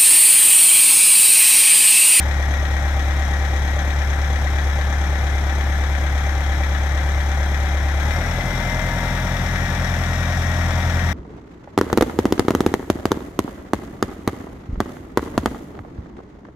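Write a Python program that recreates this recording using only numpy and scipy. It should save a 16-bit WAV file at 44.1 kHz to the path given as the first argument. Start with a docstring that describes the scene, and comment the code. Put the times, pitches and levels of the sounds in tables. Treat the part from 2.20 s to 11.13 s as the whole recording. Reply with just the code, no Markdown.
"""A diesel forklift chugs and clatters at idle in a yard, then speeds up and rolls off.
Its four cylinders fire in turn: each firing booms out of the exhaust and knocks the metal of the engine.
The gears, the hydraulic pump and the belt-driven fan whine along over a low rumble.
A hand-held pair of microphones hears the bass alike and the treble differently."""
import sys
import numpy as np
from scipy import signal
from scipy.fft import rfft, irfft
from scipy.io import wavfile
from scipy.ndimage import map_coordinates

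SR = 44100
rng = np.random.default_rng(int(sys.argv[2]) if len(sys.argv) > 2 else 0)


def store_pcm(level_fs):
    """Save levels as 16-bit WAV."""
    pcm = np.round(np.clip(level_fs, -1, 1) * 32767).astype(np.int16)
    wavfile.write(sys.argv[1], SR, np.atleast_2d(pcm).T)


N = 393813
TIME = np.arange(N) / SR
BINS_HZ = np.fft.rfftfreq(N, 1 / SR)
THROTTLE_S = 5.773  # when the throttle opens

# how far the truck has turned its tail away: time_s, share (0 to 1)
TURNED_AWAY = [(0, 0), (6.7, 0.09), (7.5, 0.76), (8.1, 0.92), (8.93, 0.55)]


def amp(db):
    """Turns decibels into a gain."""
    return np.exp(np.asarray(db, np.float32) * np.float32(np.log(10) / 20))


def unit(x):
    """Scales a signal to an average (rms) level of 1."""
    return x / np.sqrt(np.mean(x ** 2) + 1e-20)


def radians(cycles):
    """The angle within the current cycle."""
    return (2 * np.pi * (cycles - np.floor(cycles))).astype(np.float32)


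def ramp(start_s, end_s):
    """Goes evenly from 0 to 1 between two times."""
    return np.clip((TIME - start_s) / (end_s - start_s), 0, 1)


def over_time(points):
    """Reads a time table at every sample."""
    return np.interp(TIME, *np.transpose(points))


def over_hz(points):
    """Reads a pitch table at every frequency."""
    hz, value = np.transpose(points)
    return np.interp(np.log(BINS_HZ + 1), np.log(hz + 1), value)


def colour(x, points):
    """Shapes a sound's lows and highs by a table, cuts what lies outside it, and scales to level 1."""
    edges = 1 / (1 + (BINS_HZ / points[-1][0]) ** 16 + (points[0][0] / (BINS_HZ + 1)) ** 16)
    return unit(irfft(rfft(x) * amp(over_hz(points)) * edges, N))


def drift(hz, size=2048):
    """Two slow random curves of level 1."""
    rates = np.fft.rfftfreq(size, N / SR / size)
    slow = irfft(rfft(rng.standard_normal((2, size))) / (1 + (rates / hz) ** 2), size)
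    return np.array([np.interp(TIME, np.linspace(0, TIME[-1], size), unit(row)) for row in slow])


def tone(cycles, db, waver, waver_hz):
    """A note whose strength and timing wander along two paths through the yard."""
    phase = radians(cycles + rng.random()) + waver * drift(waver_hz)
    strength = np.sqrt(2 / (1 + waver ** 2)) * amp(db) * (1 + waver * drift(waver_hz))
    return strength * np.sin(phase.astype(np.float32))


def rev_up(lag_s=0.106):
    """From idle (0) to revved (1): the heavy flywheel starts slowly, gathers pace and levels off."""
    age = np.maximum(TIME - THROTTLE_S, 0) / lag_s
    return 1 - (1 + age) * np.exp(-age)


def fuel_surge(peak_db=3, rise_s=0.11):
    """Extra loudness in dB from a surge of fuel, which is cut back as the engine reaches speed."""
    age = np.maximum(TIME - THROTTLE_S, 0) / rise_s
    return peak_db * (age * np.exp(1 - age)) ** 2


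def yard_rumble(revved):
    """Low noise in the yard, louder once the engine revs."""
    # the rumble's tone colour: pitch_hz, relative_db
    rumble_shape = [(12, -11), (25, -7), (50, -8), (75, 6)]
    return amp(-43.5 + 6.1 * revved) * colour(rng.standard_normal((2, N)), rumble_shape)


def gear_whine(turns, revved):
    """Gears turn with the crankshaft, so their notes rise with engine speed."""
    # gear and weaker pump notes: cycles_per_turn (rounded below), idle_db, revved_db, turned_change_db
    gear_notes = [(18, -46, -52, 1), (25, -69, -43.5, -8), (28, -55, -44, -4), (30, -54, -40, -3.5),
                  (36, -54.5, -46, -5), (51, -62, -60.5, 14), (56, -53, -52.5, 5.5),
                  (64.2, -70, -46.5, -15), (72.4, -61, -59, 1), (81.54, -66, -40.5, -3.5),
                  (83.4, -59, -50, 7), (112.7, -61, -55, -11), (117.5, -48, -71, 15),
                  (128.5, -57.5, -62, 6)]
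    turned, out = over_time(TURNED_AWAY), 0
    for per_turn, idle_db, revved_db, turned_db in gear_notes:
        db = idle_db + (revved_db - idle_db) * revved + turned_db * turned
        out += tone(np.round(per_turn) * turns, db, waver=0.31, waver_hz=6.6)
    return out


def belt_whine(turns, revved, pulley_ratio=1.3917):
    """A belt spins the six-blade fan and the alternator faster than the crankshaft."""
    # fan and alternator notes: cycles_per_pulley_turn (rounded below), idle_db, revved_db
    belt_notes = [(4, -46.5, -49), (6, -42.5, -35.5), (16, -52, -64), (32, -46.5, -52), (48, -52, -51),
                  (96.5, -56, -64)]
    out = 0
    for per_turn, idle_db, revved_db in belt_notes:
        db = idle_db + (revved_db - idle_db) * revved
        out += tone(np.round(per_turn) * pulley_ratio * turns, db, waver=0.14, waver_hz=2.3)
    return out


def pump_whine(turns, rpm, revved, teeth=9, revved_gain_db=6.5):
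    """The pump's teeth ripple the oil pressure; a note swells near a pitch at which the casing rings."""
    # how strongly the casing sounds a note at idle: pitch_hz, level_db
    casing_levels = [(790, -47.5), (860, -50), (930, -69), (941, -47), (1580, -49.5), (1745, -44.5),
                     (1770, -50), (1855, -61), (1885, -47), (1970, -48), (2030, -47), (2066, -42),
                     (2250, -59)]
    # each note beams its own way: cycles_per_tooth, early_change_db, turned_change_db
    pump_notes = [(5, 2, -9), (10, -1.5, 4), (11, -2, -16), (12, 5.5, -6)]
    early = 1 - ramp(1.6, 1.9)  # ends as the hand-held microphones settle into place
    turned, out = over_time(TURNED_AWAY), 0
    for per_tooth, early_db, turned_db in pump_notes:
        per_turn = teeth * np.round(per_tooth)
        casing_db = np.interp(per_turn * rpm / 60, *np.transpose(casing_levels))
        db = casing_db + revved_gain_db * revved + early_db * early + turned_db * turned
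        out += tone(per_turn * turns, db, waver=0.28, waver_hz=7)
    return out


def knocks(turns, cylinders_db, lead, fade, steady, repeat, uneven_db=1.3):
    """Each firing adds a burst to a steady rattle; lead and fade are counted in crankshaft turns."""
    firing = 2 * (turns + lead)
    age, count = (firing % 1) / 2, firing.astype(int)
    chance = rng.standard_normal(size=512)[count]  # no two firings are equally hard
    strength = amp(np.array(cylinders_db)[count % len(cylinders_db)] + uneven_db * chance)
    burst = strength * np.exp(-age / fade) * (1 - np.exp(-age / 0.0082))
    # the share "repeat" of the rattle comes back every engine cycle (two turns)
    loops = rng.standard_normal((2, 5000))
    place = (turns / 2 % 1) * loops.shape[1]
    pattern = np.array([map_coordinates(loop, [place], mode="grid-wrap") for loop in loops])
    rattle = np.sqrt(repeat) * pattern + np.sqrt(1 - repeat) * rng.standard_normal((2, N))
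    return rattle * np.sqrt(burst ** 2 + steady ** 2)


def metal(x, fade_s=0.0073, share=0.36):
    """Cast metal adds a short ring made of many close pitches."""
    tail = rng.standard_normal(size=(2, 1024)) * np.exp(-np.arange(1024) / SR / fade_s)
    tail /= np.linalg.norm(tail, axis=1, keepdims=True)
    return x + share * signal.oaconvolve(x, tail, axes=1)[:, :N]


def resonate(x, hz, width_hz):
    """Makes a sound ring at one pitch, scaled to level 1."""
    r = np.exp(-np.pi * width_hz / SR)
    return unit(signal.lfilter([1, 0, -1], [1, -2 * r * np.cos(2 * np.pi * hz / SR), r * r], x))


def ringing_parts(turns, revved):
    """The firings strike a few metal parts that each ring at a clear pitch."""
    # the parts that ring: pitch_hz, width_hz, idle_db, revved_db
    parts = [(1710, 47, -47.5, -54), (3263, 47, -53.5, -56), (3477, 62, -59, -51.5), (3780, 54, -63, -52),
             (3856, 73, -55.5, -70), (4580, 54, -69, -60), (5600, 87, -64, -52.5), (6310, 120, -52.5, -72),
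             (7640, 32, -76, -76), (10400, 60, -78, -69)]
    blows = knocks(turns, [1.6, 0.93, 0.5, 1.6], lead=0.093, fade=0.33, steady=0.32, repeat=0.64,
                   uneven_db=1.9)
    return sum(amp(idle_db + (revved_db - idle_db) * revved) * resonate(blows, hz, width_hz)
               for hz, width_hz, idle_db, revved_db in parts)


def hollow_knock(turns, pitch_hz=600, swell_s=0.0036, usual_db=-33, uneven_db=2, trim_db=-2.5):
    """Every two turns the last cylinder thumps the engine's case, now and then much harder."""
    # the hardest thumps: start_s, level_db (before trim_db)
    hard_thumps = [(0.197, -24), (0.426, -22), (0.652, -26), (0.768, -22), (1.565, -20.5), (2.246, -25),
                   (2.587, -25), (2.7, -25), (2.928, -24), (3.384, -25), (3.84, -23.5), (4.068, -22),
                   (4.636, -26), (5.204, -26), (5.883, -22), (6.185, -24)]
    starts = np.flatnonzero(np.diff(np.floor((turns + 0.5) / 2)))
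    levels_db = usual_db + uneven_db * rng.standard_normal(len(starts))
    for start_s, db in hard_thumps:
        nearest = np.argmin(abs(starts - start_s * SR))
        starts[nearest], levels_db[nearest] = round(start_s * SR), db
    blows = np.zeros(N)
    blows[starts] = amp(levels_db)
    age = TIME[:SR // 20]
    thump = age / swell_s * np.exp(1 - age / swell_s) * np.sin(2 * np.pi * pitch_hz * age)
    return amp(trim_db) * signal.oaconvolve(blows, thump)[:N]


def diesel_clatter(turns, revved):
    """The firings rattle every part of the engine, and each part favours different cylinders."""
    # tone colours of the rattling parts, from low to high: pitch_hz, relative_db
    muffler = [(50, -10), (85, -2), (140, -8), (193, -7), (339, -10.5), (443, -29), (480, -40), (620, -48),
               (1060, -120)]
    panels = [(250, -22), (420, -5.5), (449, -12), (520, 0), (610, -3), (737, 1), (773, 1), (874, -2),
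              (1010, -9), (1300, -15.5), (1690, -30), (2860, -120)]
    covers = [(1000, -3.5), (1200, -6.5), (1450, -2), (1680, -3), (1850, -2), (2120, -3.5), (2260, -9),
              (2360, -5), (2480, -16), (2700, -29)]
    block = [(1410, -14), (2400, -4), (2480, -7), (2660, -8), (2980, -7.5), (3390, -4.5), (3800, -4),
             (4410, -12.5), (4800, -17.5), (6240, -32), (10600, -120)]
    injectors = [(2710, -24), (4600, -12), (4910, -4.5), (5460, 2.5), (6240, 0.5), (6930, -8),
                 (8720, -12.5), (10000, -35), (13000, -48), (22000, -120)]
    airy_top = [(5590, -2.5), (9500, -1), (10200, -9), (11200, 0.5), (12300, -1), (15500, -2)]
    puffs = knocks(turns, [-1, 1, -1, 1], lead=0.022, fade=0.1, steady=0.5, repeat=0.25)
    thuds = knocks(turns, [-2, -1, -0.5, 0], lead=0.06, fade=0.2, steady=0.5, repeat=0.42, uneven_db=1.1)
    clacks = knocks(turns, [6.5, 0, -11, -9], lead=0.07, fade=0.12, steady=0.99, repeat=0.45)
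    cracks = knocks(turns, [4.5, -7, -7, -4], lead=0.073, fade=0.23, steady=0.86, repeat=0.12)
    ticks = knocks(turns, [1.7, 0.54, 1.8, 0.067], lead=0.064, fade=0.25, steady=0.64, repeat=0.14)
    sizzle = knocks(turns, [-0.51, -2, 0, -1], lead=0.061, fade=0.25, steady=1, repeat=0.05,
                    uneven_db=1.5)
    fuel_db, turned = fuel_surge(), over_time(TURNED_AWAY)
    out = amp(-38 + 2.3 * revved - 2 * turned + fuel_db) * colour(puffs, muffler)
    out += amp(-35 + 2.2 * revved - 1.1 * turned + fuel_db) * colour(thuds, panels)
    out += amp(-36 + 2.35 * revved + 0.62 * turned + 0.5 * fuel_db) * colour(metal(clacks), covers)
    out += amp(-43.5 + 2.36 * revved - 0.37 * turned + 0.5 * fuel_db) * colour(metal(cracks), block)
    out += amp(-47 + 3.2 * revved + 1.4 * turned + 0.87 * fuel_db) * colour(metal(ticks), injectors)
    out += amp(-53.5 + 3.3 * revved + 0.9 * fuel_db) * colour(metal(sizzle), airy_top)
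    return out


def exhaust_boom(turns, revved, lag_turns=1.49, spread=0.45):
    """Two firings a turn boom out of the pipe; unequal cylinders add a throb every two turns."""
    # the firing note and its octave: idle_db, revved_db, rolled_change_db, bend (over 1 changes late)
    boom_notes = [(-35.7, -26, -4, .45), (-19.3, -29.5, 9, 1.8)]
    # weaker engine notes: cycles_per_turn (rounded to halves below), idle_db, revved_db
    weak_notes = [(3.5, -41.5, -49.5), (4.5, -46, -40.5), (5.5, -46, -49.5), (6, -39, -29.5),
                  (6.5, -45, -40), (7, -49, -54), (7.5, -53, -51), (8, -43.5, -45), (9, -57, -38),
                  (10, -45, -47.5), (10.5, -65.5, -43), (11, -53, -47.5), (12, -48.5, -42),
                  (14, -64, -47.5), (16, -49, -51.5), (20, -51.5, -54.5), (38.16, -57, -52)]
    pipe_turns = turns - lag_turns
    rolled = ramp(6.75, 8.44)  # the truck rolls away
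    surge_db, out = 0.83 * fuel_surge(), 0
    for harmonic, (idle_db, revved_db, rolled_db, bend) in enumerate(boom_notes, 1):
        db = idle_db + (revved_db - idle_db) * abs(revved) ** bend + rolled_db * rolled
        out += amp(db) * np.cos(radians(2 * harmonic * pipe_turns))
    for per_turn, idle_db, revved_db in weak_notes:
        per_turn = np.round(2 * per_turn) / 2
        smear = np.float32(spread * (per_turn - 4) ** 2)  # the pipe spreads each pulse out in time
        db = idle_db + (revved_db - idle_db) * revved + surge_db
        out += amp(db) * np.cos(radians(per_turn * pipe_turns) + smear)
    return -np.sqrt(2) * out


def microphones(paths):
    """Blends two sound paths into left and right: alike in the bass, unlike and left-heavy higher up."""
    # how much louder the left is: pitch_hz, difference_db
    balance = [(60, 1.33), (380, 3), (750, 3.5), (1300, 8.5), (2000, 12), (2800, 6), (3700, 14.5),
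               (4700, 0), (6300, 12), (8100, 13), (10000, 2.5), (12000, -2), (15000, -0.5)]
    # how alike the two sides are: pitch_hz, likeness (0 to 1)
    likeness = [(60, 1), (290, 0.97), (640, 0.94), (1400, 0.66), (2400, 0.49), (4400, 0.26), (12000, .25)]
    # how far the left runs ahead: pitch_hz, lead_radians
    left_lead = [(60, 0.041), (1200, -.2), (1900, -2.03), (3000, -1.4), (15000, -1.6)]
    first, second = rfft(paths)
    same, lead, left_gain = np.clip(over_hz(likeness), -1, 1), over_hz(left_lead), amp(over_hz(balance))
    right = same * np.exp(-1j * lead) * first + np.sqrt(1 - same ** 2) * second
    centre_gain = np.sqrt(left_gain ** 2 + 1 + 2 * left_gain * same * np.cos(lead)) / 2
    return irfft(np.array([left_gain * first, right]) / centre_gain, N)


def scene():
    """The turning crankshaft sets the pace for every part of the engine."""
    idle_rpm, revved_rpm = 1054.9, 1254.9  # turns a minute
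    sway_rpm, sway_period_s, sway_peak_s = 1.77, 3.807, 1.963  # the speed regulator sways slowly
    revved = rev_up()
    sway = sway_rpm * np.cos(2 * np.pi * (TIME - sway_peak_s) / sway_period_s)
    rpm = idle_rpm + (revved_rpm - idle_rpm) * revved + sway
    turns = np.cumsum(rpm / 60) / SR
    direct = (exhaust_boom(turns, revved) + hollow_knock(turns)) * np.array([[1], [0]])  # one path only
    rumble = yard_rumble(revved)
    whine = gear_whine(turns, revved) + belt_whine(turns, revved) + pump_whine(turns, rpm, revved)
    clatter = diesel_clatter(turns, revved) + ringing_parts(turns, revved)
    return microphones(rumble + whine + clatter + direct)


def record(dry):
    """Cuts off the very highest treble."""
    low_pass = signal.firwin(511, cutoff=15800, window=("kaiser", 9), fs=SR)
    return signal.oaconvolve(dry, low_pass[None], "same")


dry = scene()
out = record(dry)
store_pcm(out)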